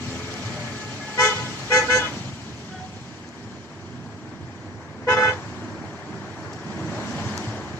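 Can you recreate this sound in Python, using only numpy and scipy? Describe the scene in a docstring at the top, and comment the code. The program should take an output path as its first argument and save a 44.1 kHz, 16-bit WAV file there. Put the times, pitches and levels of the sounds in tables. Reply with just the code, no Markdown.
"""Inside a car on a wet highway, heard by a hand-held phone with two microphone ports.
Shaped noise (tyre rumble, road roar, spray hiss) and a wavering engine hum run throughout. A far horn,
a thin stack of sines, sounds early on, with one brief far tone near 600 Hz. The car's two electric horns,
buzzing stacks with an echo, toot three times briefly as the phone is turned; another far horn, then one
long toot follow. Late on come low thumps and a passing vehicle's throbs and hum. A few things tick."""
import sys
import numpy as np
from scipy import signal
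from scipy.fft import rfft, irfft
from scipy.io import wavfile
from scipy.ndimage import uniform_filter1d

SR = 44100
rng = np.random.default_rng(int(sys.argv[2]) if len(sys.argv) > 2 else 0)


def wav_out(sig):
    """Save sig, one row per channel (or a flat mono array), as 16-bit PCM at SR to the path in sys.argv[1]."""
    wavfile.write(sys.argv[1], SR, np.round(np.clip(np.atleast_2d(sig).T, -1, 1) * 32767).astype(np.int16))


N = 343539
STEP = 32  # samples between points of slow controls


def gain_of(db):
    """Decibels to a factor."""
    return 10 ** (np.asarray(db) / 20)


def evened(x):
    """Scales to rms 1."""
    return x / np.sqrt(np.mean(x ** 2) + 1e-20)


def read(points, hz, axis=1):
    """One column of a table, joined by straight lines on a log-frequency axis."""
    rows = np.transpose(points)
    return np.interp(np.log(hz + 1), np.log(rows[0] + 1), rows[axis])


def add(mix, s, sound):
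    """Mixes a two-channel sound in at time s."""
    part = mix[:, round(s * SR):][:, :sound.shape[1]]
    part += sound[:, :part.shape[1]]


def stretched(slow):
    """Joins control points by straight lines at the full sample rate."""
    ramp = np.arange(STEP) / STEP
    lines = slow[..., :-1, None] + np.diff(slow)[..., None] * ramp
    return lines.reshape(slow.shape[:-1] + (-1,))


def wander(shape, hz):
    """Slow random curves of rms 1, one point a STEP, that change about hz times a second."""
    settling = 300  # points dropped while the filter settles
    raw = rng.standard_normal(shape[:-1] + (shape[-1] + settling,))
    smooth = signal.lfilter(*signal.butter(2, hz * 2 * STEP / SR), raw)
    return evened(smooth[..., settling:])


def paired(shape, hz, likeness):
    """Slow curves for both ports, alike by the given share."""
    a, b = wander((2,) + shape, hz)
    return np.array([a, likeness * a + np.sqrt(1 - likeness ** 2) * b])


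# a toot builds up, sags while held, then rings out
ATTACK_S, ATTACK_DB, SAG_DB_PER_S = 0.022, -12, -9
RELEASE_DB_PER_S, RING_S = -400, 0.046
FALTER_AT_S, FALTER_DB, FALTER_HALF_S = 5.157, -8, .013  # the long toot dips briefly


def swing(t, start, held, db):
    """Loudness of one toot at times t from its start: attack, slow sag, ring-out."""
    level_db = db + ATTACK_DB * np.clip(1 - t / ATTACK_S, 0, 1) + SAG_DB_PER_S * t
    level_db = level_db + RELEASE_DB_PER_S * np.maximum(t - held, 0)
    level_db = level_db + FALTER_DB * np.exp(-((t + start - FALTER_AT_S) / FALTER_HALF_S) ** 2)
    opening = np.clip(t / 0.0032, 0, 1)
    closing = np.clip((held + RING_S - t) / 0.0069, 0, 1)
    return gain_of(level_db) * closing * opening


def lingering(size, t60):
    """A loudness curve smeared by an exponential tail that falls 60 dB in t60 seconds."""
    keep = gain_of(-2 * 60 / t60 * STEP / SR)  # power kept from one point to the next
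    return np.sqrt(signal.lfilter([1 - keep], [1, -keep], size ** 2))


TURN_S = (1.07, 4.06)  # the phone is turned during this span
# how the two ports hear each pitch: (f/Hz, left-right likeness 0-1, left leads/rad)
PORTS = [(100, 0.92, 0.2), (400, 0.94, -0.13), (920, 0.91, 0.1), (1310, 1, 0.53), (1462, 0.22, 2.1),
         (1780, 0.13, -4), (2180, 0.1, -1), (2630, 0.88, -3), (2905, 1, -4.5), (3130, 0.93, -5.5),
         (3680, 0.38, -3), (3800, 0.93, -2.5), (3870, 0.96, -3.1), (4250, 0.2, -7), (7100, 0, 2.5)]
# balance between the ports before the turn and since: (f/Hz, left minus right/dB)
BEFORE = [(60, -3), (110, 2), (200, 4), (380, -11), (700, 6.5), (1290, 1.5), (2380, 6), (4400, 2),
          (8120, -0.5), (15000, 4)]
SINCE = [(60, -8), (110, -3.5), (200, -5), (380, 0.5), (700, 0.5), (1290, 5.5), (2380, 7.5), (4400, 1.5),
         (8120, 2.5), (15000, 16)]


def noise(size, before, since, level, patchy_db, gusty_db):
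    """Random short-time spectra with drifting patches and wide gusts, through both ports, at a level curve."""
    hop = size // 4
    frames, hz = N // hop + 5, np.fft.rfftfreq(size, 1 / SR)
    frame_s = np.arange(frames) * hop / SR
    turned = np.clip((frame_s - TURN_S[0]) / (TURN_S[1] - TURN_S[0]), 0, 1)

    def blend(old, new):
        return np.outer(old, 1 - turned) + np.outer(new, turned)

    colour = gain_of(blend(read(before, hz), read(since, hz)))
    a, b, c, d, patches = rng.standard_normal((frames, len(hz), 5)).T
    patches = evened(uniform_filter1d(uniform_filter1d(patches, 10, 0), 8, 1))
    gusts = evened(uniform_filter1d(rng.standard_normal(frames), 8))
    # the right port hears partly the left's noise, shifted, and partly its own
    same = np.clip(read(PORTS, hz), 0, 1)[:, None]
    lag = np.exp(-1j * read(PORTS, hz, axis=2))[:, None]
    left = a + 1j * b
    right = same * left * lag + np.sqrt(1 - same ** 2) * (c + 1j * d)
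    pan_db = blend(read(BEFORE, hz), read(SINCE, hz))
    spectra = np.array([left * gain_of(pan_db / 2), right * gain_of(-pan_db / 2)])
    spectra *= colour / np.linalg.norm(colour, axis=0)  # only the shape of the colour counts
    spectra *= gain_of(patchy_db * patches + gusty_db * gusts)
    sound = signal.istft(spectra, nperseg=size, noverlap=size - hop)[1]
    return sound[:, :N] * stretched(level)[:N]


# how loud the road is: (t/s, tyre rumble level/dB, road roar level/dB, spray hiss level/dB)
ROAD = [(0, -36.5, -39, -39), (.45, -33.5, -36, -38), (.95, -38, -39, -40), (1.6, -36, -38, -37),
        (2.1, -35.5, -36.5, -38), (2.4, -38.5, -44, -44.5), (3.1, -39.5, -44.5, -49),
        (4.0, -39.5, -45, -52), (5.0, -37, -42.5, -54), (5.3, -37, -39.5, -45.5), (5.8, -36.5, -40, -50),
        (6.5, -34.5, -39, -48), (6.8, -34, -37, -46), (7.0, -30, -34, -41.5), (7.25, -32, -34, -39),
        (7.45, -33.5, -35.5, -41), (7.6, -35, -35.5, -45.5), (7.79, -36.5, -38, -48)]
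# colours of the noises, only relative: (f/Hz, level/dB); a pair is before and since the turn
RUMBLE = [(24, -52), (40, -3.5), (70, -23), (90, -0.5), (118, 5.5), (162, -3.5), (258, -3.5), (391, -14),
          (415, -6.5), (450, -27), (580, -17), (990, -120)], [(24, -79), (40, -16.5), (68, -29.5), (92, 1),
          (200, -6.5), (248, -4), (277, -11.5), (313, -4), (391, -11), (450, -14.5), (580, -59),
          (990, -120)]  # pair
ROAR = ([(150, -48), (420, -3.5), (600, 0.5), (1000, -3.5), (1250, -3), (1650, -2.5), (2200, -1.5),
        (2700, -8), (3500, -37), (6000, -90)], [(150, -34), (420, -4), (600, 0), (1050, -2), (1250, -6.5),
        (1650, -3.5), (2200, -10.5), (2700, -16), (3500, -37), (6000, -92)])  # pair
HISS = [(1000, -59), (1800, -33), (2600, -1), (3300, -4.5), (3850, -3), (4300, -4), (6000, -4.5),
        (7900, -9), (8250, -48), (9500, -82)]
AIR = ([(7000, -72), (7800, -32), (8500, -3.5), (9300, -2.5), (11000, -6.5), (13000, -12), (14500, -15),
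       (15500, -30)], [(7000, -72), (7800, -30), (8500, -11.5), (9300, -8.5), (11000, -14.5), (12500, -22),
       (13500, -24), (15500, -51)])  # pair
# a narrow hum in the traffic alongside, relative: (f/Hz, level/dB)
DRONE = [(400, -90), (570, -2.5), (625, -2.5), (900, -120)]
DRONE_AT_S, DRONE_HALF_S, DRONE_DB = 6.91, 0.16, -43  # its one swell
AIR_DB, AIR_FOLLOWS = -64, 1.16  # top air at -40 dB of hiss, and dB it moves for each dB of hiss
SHAKE_DB = -15  # the horns shake the bodywork: low rumble under the toot
# the horn also comes back as noise scattered by the roadside: dB relative to the toot
SCATTER_ROAR_DB, SCATTER_HISS_DB, SCATTER_T60_S = -13.5, -7, 0.71


def road():
    """Tyre rumble, road roar, spray hiss, thin top air and a passing hum; scattered horn sound swells them."""
    t = np.arange(0, N + 2 * STEP, STEP) / SR
    times, *levels_db = np.transpose(ROAD)
    rumble, roar, hiss = (gain_of(np.interp(t, times, db)) for db in levels_db)
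    for start, held, db, treble_db, *_ in TOOTS:
        scatter = lingering(swing(np.maximum(t - start, 0), start, held, db), SCATTER_T60_S)
        rumble = np.hypot(rumble, gain_of(SHAKE_DB) * scatter)
        roar = np.hypot(roar, gain_of(SCATTER_ROAR_DB) * scatter)
        hiss = np.hypot(hiss, gain_of(SCATTER_HISS_DB + treble_db) * scatter)
    air = gain_of(AIR_DB) * (100 * hiss) ** AIR_FOLLOWS
    drone = gain_of(DRONE_DB) * np.exp(-((t - DRONE_AT_S) / DRONE_HALF_S) ** 4)
    mix = noise(1024, DRONE, DRONE, drone, patchy_db=2.5, gusty_db=4.0)
    mix += noise(4096, *RUMBLE, rumble, patchy_db=2.0, gusty_db=1.5)
    mix += noise(1024, *ROAR, roar, patchy_db=0.8, gusty_db=0.68)
    mix += noise(512, HISS, HISS, hiss, patchy_db=1.56, gusty_db=0.54)
    mix += noise(512, *AIR, air, patchy_db=3.0, gusty_db=-0.5)
    return mix


# the engine's firing rate before its small wavering: (t/s, f/Hz, level/dB)
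ENGINE = [(0, 83, -39), (.4, 88, -42.5), (.55, 75, -46), (1.299, 68, -47.5), (2.099, 71.5, -45.5),
          (2.6, 76.5, -49), (3.501, 80.5, -48), (4.3, 83, -55), (5.001, 86, -47), (5.748, 81.5, -48.5),
          (6.5, 76, -51), (7.05, 72, -46), (7.79, 72, -45)]
# tones at whole multiples of the firing rate: (multiple, level/dB added)
ENGINE_ORDERS = [(1, -4), (3, -1), (4, -8), (5, -5.5), (6, -16.5)]
ENGINE_PAN_DB = 1  # left minus right


def engine():
    """A few wavering engine orders that stand out of the rumble as the revs rise and fall."""
    s, hz, db = np.transpose(ENGINE)
    t = np.arange(s[0], s[-1], STEP / SR)
    order, order_db = np.array(ENGINE_ORDERS).T[..., None]
    pitch = np.interp(t, s, hz) * (1 + 0.0044 * wander(t.shape, 3.7))
    size = gain_of(np.interp(t, s, db) + order_db + 4.1 * wander((len(order), len(t)), 1.09))
    turns = np.round(order) * np.cumsum(stretched(pitch)) / SR
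    tone = (stretched(size) * np.sin(2 * np.pi * turns)).sum(0)
    return s[0], tone * gain_of(np.array([[.5], [-.5]]) * ENGINE_PAN_DB)


# low thumps over road joints near 110-120 Hz, and short throbs of a passing vehicle near 200-220 Hz:
# (t/s, level/dB before the soft onset and decay, f/Hz, time to fall 60 dB/s)
LOW_BURSTS = [(0.441, -12, 111, 0.13), (6.766, -18, 120, 0.11), (6.961, -13, 115, 0.1),
              (7.14, -21.5, 206, 0.21), (7.285, -17.5, 205, .15), (7.392, -19, 201, .12),
              (7.468, -9.5, 111, 0.15), (7.518, -23, 218, 0.098)]


def low_burst(db, hz, t60):
    """A thump or a throb: a decaying low sine with a soft onset, alike at both ports."""
    t = np.arange(int(.25 * SR)) / SR
    onset = 1 - np.exp(-t / 0.023)
    burst = np.sin(2 * np.pi * hz * t) * onset * gain_of(db - 60 * t / t60)
    return np.array([burst, burst])


# things ticking in the cabin:
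# (t/s, snap level/dB before its fade, left minus right/dB, snap's time to fall 60 dB/s, knock level/dB)
TICKS = [(0.339, -30, -16, .012, -40), (3.2891, -38, 3.0, .012, -50), (3.5192, -44.5, 1.5, .01, -55),
         (4.5994, -47.5, 1.0, .01, -55), (6.531, -39, 7, .04, -50), (7.3777, -13, 10, .0045, -19)]
# wide resonances of the trim: (f/Hz, width/Hz, level/dB relative)
TICK_MODES = [(2600, 1800, -6), (4730, 790, 1), (5700, 1200, 0), (7160, 1400, -2), (9450, 3600, -27),
              (13000, 4000, -26)]
KNOCK_HZ, KNOCK_T60_S = 1050, 0.0031  # the panel behind the trim


def tick(db, pan_db, t60, knock_db):
    """A short burst of noise in a few wide modes of the trim, over a dull knock."""
    t = np.arange(2048) / SR
    hz = np.fft.rfftfreq(2048, 1 / SR)
    colour = sum(gain_of(g) / (1 + ((hz - f) / w * 2) ** 4) for f, w, g in TICK_MODES)
    shared, own = rng.standard_normal(2048), rng.standard_normal((2, 2048))
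    fade = gain_of(-60 * t / t60) * (1 - np.exp(-t / 0.00071))
    burst = irfft(rfft(shared + 0.82 * own) * colour) * fade
    burst = evened(burst) * np.sqrt(np.mean(fade ** 2))
    knock = np.sin(2 * np.pi * KNOCK_HZ * t) * gain_of(knock_db - 60 * t / KNOCK_T60_S)
    return burst * gain_of(db + np.array([[.5], [-.5]]) * pan_db) + knock


# two far horns and a brief far tone, one table each, before wavering:
# (t/s, f/Hz of the first partial, level/dB, added above third partial/dB)
FAR = [
    [(0, 428.7, -48.5, 0), (.7, 428, -47, 7), (.9, 427, -46, 8), (.94, 427, -48, -6), (.99, 426, -49, -6),
     (1.01, 426, -49, 17), (1.09, 427, -45, 12), (1.15, 427, -41, -0.5), (1.7, 420.5, -48, 1),
     (2.2, 418, -63, -1)],
    [(2.69, 372, -64, 10), (2.72, 375, -51, 10), (2.765, 372, -49, 10), (2.795, 364, -44, 0),
     (2.84, 377, -40, -13), (2.885, 374, -51, -8), (2.96, 370, -54, -14), (3.0, 369, -66, -14)],
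    [(.52, 609, -65, 0), (.58, 597, -44, 0), (.64, 594, -43, 0), (.72, 580, -58, 0)],
]
# the partials of each: (partial, level/dB added); the brief tone has only one
FAR_TONE = [
    [(1, -3), (2, -2.5), (3, -3), (4, -5), (5, -14)],
    [(2, 5), (4, -4), (5, -13), (8, -17), (9, -17)],
    [(1, 5.5)],
]


def far_sound(rows, tone):
    """A thin stack of sines, or a single one, that blurs and flutters on its way through traffic."""
    s, hz, db, bright_db = np.transpose(rows)
    t = np.arange(s[0], s[-1], STEP / SR)
    order, tone_db = np.array(tone).T[..., None]
    pitch = np.interp(t, s, hz) * (1 + 0.0049 * wander(t.shape, 23.0))
    turns = np.round(order) * np.cumsum(stretched(pitch)) / SR + rng.random(order.shape)
    # part of the flutter is common to both ports, part is each port's own
    flutter_db = 3.2 * wander((len(tone), len(t)), 30) + 2.0 * wander((2, len(tone), len(t)), 16)
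    level_db = np.interp(t, s, db) + (order > 3.5) * np.interp(t, s, bright_db)
    size = gain_of(tone_db + flutter_db + level_db)
    return s[0], (stretched(size) * np.sin(2 * np.pi * turns)).sum(1)


HORN_HZ = (431.8, 503.5)  # the low and the high horn, once settled
HORN_LATE_S = (0.013, 0.00086)  # the heavier low horn speaks a little later
START_FLAT, SETTLE_S = 0.0216, 0.0357  # share of the pitch each toot starts flat by, and how soon it settles
FLUTTER_DB, FLUTTER_GROWTH, FAST_SHARE = 3.2, .015, .3  # wavering, its growth per partial, quick part added
BUZZ = .014  # roughness of a partial for each partial number
ECHO_FUZZ_HZ, ECHO_LOW_HZ = 17, 580  # how fast the echo breaks up; the roadside returns little below
# one row a toot: (start t/s, held/s, level/dB, added above sixteenth partial/dB, roadside echo level/dB,
# echo delay/s, echo's time to fall 60 dB/s, echo flat by/share of pitch, rattle level/dB relative to toot)
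TOOTS = [(1.172, 0.096, -20.5, -2.5, -7.5, 0.028, 0.71, 0.0084, -31),
         (1.698, 0.08, -21, -3.5, -4.5, 0.027, 0.3, 0.01, -32),
         (1.878, 0.1, -20.5, -6.5, -9, 0.083, 0.12, .02, -38),
         (5.066, 0.23, -17, -23.5, -9.5, 0.027, 0.11, 0.0074, -19)]
# the horns' colour, one table a toot, as the phone is held then:
# (partial, low horn left level/dB, right level/dB, high horn left level/dB, right level/dB)
BODY = [
    [(1.0, -5.5, -9, -9, -4.5), (2.0, -8.5, -2.5, -4, -8.5), (3.0, -6.5, -5.5, -5, -5),
     (4.0, -12, -5, 2, -6.5), (5.0, -3, -19, -8.5, -18), (6.0, -15, -27.0, -22, -17),
     (7.0, -6, -5.5, -17, -24), (8.0, -10, -25, -27, -24), (9.0, -22, -20, -31.5, -20),
     (10.0, -21, -27, -19.5, -25), (11.0, -18, -28, -28, -12.5), (12.0, -31, -28, -29.5, -31.5),
     (13.0, -18, -17.5, -29.0, -22), (14.0, -9, -23, -23, -15), (15.0, -26.0, -9, -31.5, -17),
     (16.0, -31, -16, -50.0, -35)],
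    [(1.0, -15, -11, -2.5, -0.5), (2.0, -7, -2.5, -24, -17), (3.0, -11, -10.5, -2.5, -7),
     (4.0, -2, -0.5, 1.5, -1), (5.0, -2, -15, -3.5, -15), (6.0, -7, -18.5, -29, -28),
     (7.0, -9, -12, -20, -34.5), (8.0, -13, -14, -18, -26), (9.0, -24.0, -21.0, -29, -19),
     (10.0, -22, -17, -22, -31.5), (11.0, -28.5, -23, -23.0, -26), (12.0, -32, -37, -34.5, -37.5),
     (13.0, -10, -16, -27.5, -31), (14.0, -11, -28, -27.0, -28), (15.0, -15, -7.5, -29, -33),
     (16.0, -18, -14, -35, -38.0)],
    [(1.0, -15, -26, -4.5, -2), (2.0, -17.0, -9.5, -12.5, -16), (3.0, -13, -16, -4, 1.5),
     (4.0, 0, -11, -6, -5), (5.0, -4.5, -18, -13, -19), (6.0, -9.5, -31, -26, -33),
     (7.0, -7.5, -15.0, -22, -27.0), (8.0, -23, -18.5, -19, -32.5), (9.0, -18, -23, -17, -26.0),
     (10.0, -31, -24, -23, -33.0), (11.0, -31.0, -22, -23, -35), (12.0, -29, -33.0, -34.5, -29),
     (13.0, -17, -32.0, -33, -34), (14.0, -19, -18, -34, -30), (15.0, -21, -8, -44, -33),
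     (16.0, -32.5, -21, -50.0, -46.5)],
    [(1.0, -13.5, -15, -6.5, -7), (2.0, -7.5, -11, -11, -11), (3.0, -10.5, -17, -15, -1),
     (4.0, -11, -11, -8.5, -17), (5.0, -11.5, -21, -16.5, -30.5), (6.0, -12.5, -27.5, -23, -34),
     (7.0, -12, -19, -26, -35), (8.0, -22, -33.0, -32, -43.5), (9.0, -27, -46, -39, -40),
     (10.0, -37, -40, -33, -28), (11.0, -38, -38.5, -28, -29.5), (12.0, -34, -36, -43.0, -37),
     (13.0, -41, -36, -46, -30), (14.0, -35, -24.5, -45.5, -33), (15.0, -31, -31, -50.0, -50.0),
     (16.0, -36.0, -42, -50.0, -50.0)],
]
# higher partials for all toots, same columns, before each toot's own treble setting
TREBLE = [(17, -12, -28, -43, -50), (18, -32, -17, -27, -40), (19, -20.5, -37, -50, -30.5),
          (20, -41, -25, -66, -62), (21, -38, -45, -36, -51), (22, -37, -62, -57, -73),
          (23, -30, -33, -52, -55), (24, -53, -62, -61.5, -46)]
# the long toot's colour once it picks up again after its dip, same columns
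AFTER_FALTER = [(1.0, -20, -18, -9, -6), (2.0, -8, -9.5, -20, -15.5), (3.0, -9, -12.5, -21, -1.5),
                (4.0, -7.5, -8, -7.5, -14), (5.0, -15, -17, -18.5, -29), (6.0, -14, -34.5, -30, -25),
                (7.0, -14.5, -21, -22.5, -40.0), (8.0, -21, -32, -31, -34), (9.0, -40, -41, -36, -40.0),
                (10.0, -38.5, -44.5, -36, -32), (11.0, -44.5, -43, -36, -42),
                (12.0, -42.5, -42.0, -44.5, -45.0), (13.0, -40.0, -38.5, -42.5, -42.5),
                (14.0, -32, -35, -46.5, -42), (15.0, -41, -35, -50.0, -50.0),
                (16.0, -43.0, -43.5, -53, -55)]
# what the roadside sends back, one table a toot: (f/Hz, level/dB added)
ECHO_TONE = [
    [(500, 2.5), (1300, 4), (2000, 0.5), (3100, 5), (4000, 10), (6000, 1)],
    [(500, -0.5), (1300, 6), (2000, -4), (3100, -0.5), (4000, 0), (6000, -1)],
    [(500, 0), (1300, 8), (1600, -7), (2200, 0), (3000, 5), (3450, 16), (4000, 2), (6000, 0)],
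    [(500, 4.5), (1300, -2), (2000, -4), (3100, -1), (4000, 10), (6000, 13.5)],
]
# one row for the low horn, one for the high: left leads/rad, partial by partial; the last holds above
HORN_LEAD = ((0.5, .5, -0.2, 1.65, -1.5, 5, 2.0, 2.5, 3.5, -1.1, -2.5, 3.0, 2.5, 1.2, -.7, 1.2),
             (.1, 0.3, 0, 2.5, 5, 3, -1.5, -1.1))


def toot(row, body, echo_tone):
    """Two buzzing diaphragms start flat and settle; each partial fades in and out as cabin reflections shift.
    The roadside slides past, so its echo is a late, fuzzy copy of every partial."""
    start, held, db, treble_db, echo_db, echo_s, t60, echo_flat, rattle_db = row
    t = np.arange(0, .55, STEP / SR)
    press = swing(t, start, held, db)
    late = lingering(np.interp(t - echo_s, t, press, left=0), t60)
    # the topmost partials share one faint level
    top = [(TREBLE[-1][0] + k, *(np.array(TREBLE[-3][1:]) - 8)) for k in range(1, 9)]
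    upper = [(k, *(np.array(v) + treble_db)) for k, *v in TREBLE + top]
    table, after = np.array(list(body) + upper), np.array(list(AFTER_FALTER) + upper)
    resumed = np.clip((t + start - FALTER_AT_S) / FALTER_HALF_S / 2 + .5, 0, 1)
    order, out = np.round(table[:, :1]), 0
    shape = (len(order), len(t))
    for horn, hz in enumerate(HORN_HZ):
        partial_hz = order * hz
        settling = START_FLAT * np.exp(-(t / SETTLE_S) ** 2)
        pitch = hz * (1 - settling + 0.0022 * wander(t.shape, 33.0))
        like = np.clip(read(PORTS, partial_hz), 0, 1)

        uneven_db = FLUTTER_DB * (1 + FLUTTER_GROWTH * order)  # short waves feel the reflections more
        shifting = paired(shape, 11, like) + FAST_SHARE * paired(shape, 56, like)
        shifting = gain_of(uneven_db * shifting)
        mean_power = np.average(shifting ** 2, axis=2, weights=press ** 2)
        shifting = shifting / np.sqrt(mean_power)[..., None]  # no lasting change of colour
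        buzz = 1 + BUZZ * order * (wander(shape, 130) + 1j * wander(shape, 130))
        # the buzz brightens as the swing grows: high partials rise more slowly
        speaks = np.clip((t - HORN_LATE_S[horn]) / (0.0027 + 0.002 * order), 0, 1)
        direct = press * speaks * shifting * buzz

        fuzz = paired(shape, ECHO_FUZZ_HZ, like) + 1j * paired(shape, ECHO_FUZZ_HZ, like)
        dull = 1 / np.sqrt(2 + 2 * (partial_hz / 4000) ** 2)
        dull = dull / np.sqrt(1 + (ECHO_LOW_HZ / partial_hz) ** 4)
        flattened = np.exp(-2j * np.pi * echo_flat * partial_hz * t)
        echo = gain_of(echo_db + read(echo_tone, partial_hz)) * late * dull * fuzz * flattened

        lead = np.take(HORN_LEAD[horn], order.astype(int) - 1, mode="clip")
        lag = np.array([0 * order, lead])
        columns = slice(1 + 2 * horn, 3 + 2 * horn)
        first_db, then_db = (rows[:, columns].T[..., None] for rows in (table, after))
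        size = gain_of(first_db + (then_db - first_db) * resumed) * np.exp(-1j * lag)
        turns = order * np.cumsum(stretched(pitch)) / SR + rng.random(order.shape)
        waves = stretched(size * (direct + echo)) * np.exp(2j * np.pi * turns)
        out = out + np.sqrt(2) * waves.real.sum(1)
    # loose parts rattle along: fast random modulation spreads noise between the partials
    shake = signal.lfilter(*signal.butter(2, 220 / SR * 2), rng.standard_normal(out.shape[1]))
    return start, out * (1 + gain_of(rattle_db) * evened(shake))


def scene():
    """Everything heard in the cabin, from the background to the horns."""
    mix = road()
    add(mix, *engine())
    for s, *row in LOW_BURSTS:
        add(mix, s, low_burst(*row))
    for s, *row in TICKS:
        add(mix, s, tick(*row))
    for parts in zip(FAR, FAR_TONE):
        add(mix, *far_sound(*parts))
    for parts in zip(TOOTS, BODY, ECHO_TONE):
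        add(mix, *toot(*parts))
    return mix


EDGE_HZ = 15650  # little passes above


def record(dry):
    """The phone's bass cut and band limit."""
    cut = signal.sosfilt(signal.butter(2, 60, "high", fs=SR, output="sos"), dry)
    band = signal.firwin(1501, EDGE_HZ, window=("kaiser", 9), fs=SR)
    return signal.oaconvolve(cut, band[None], "same")


dry = scene()
out = record(dry)
wav_out(out)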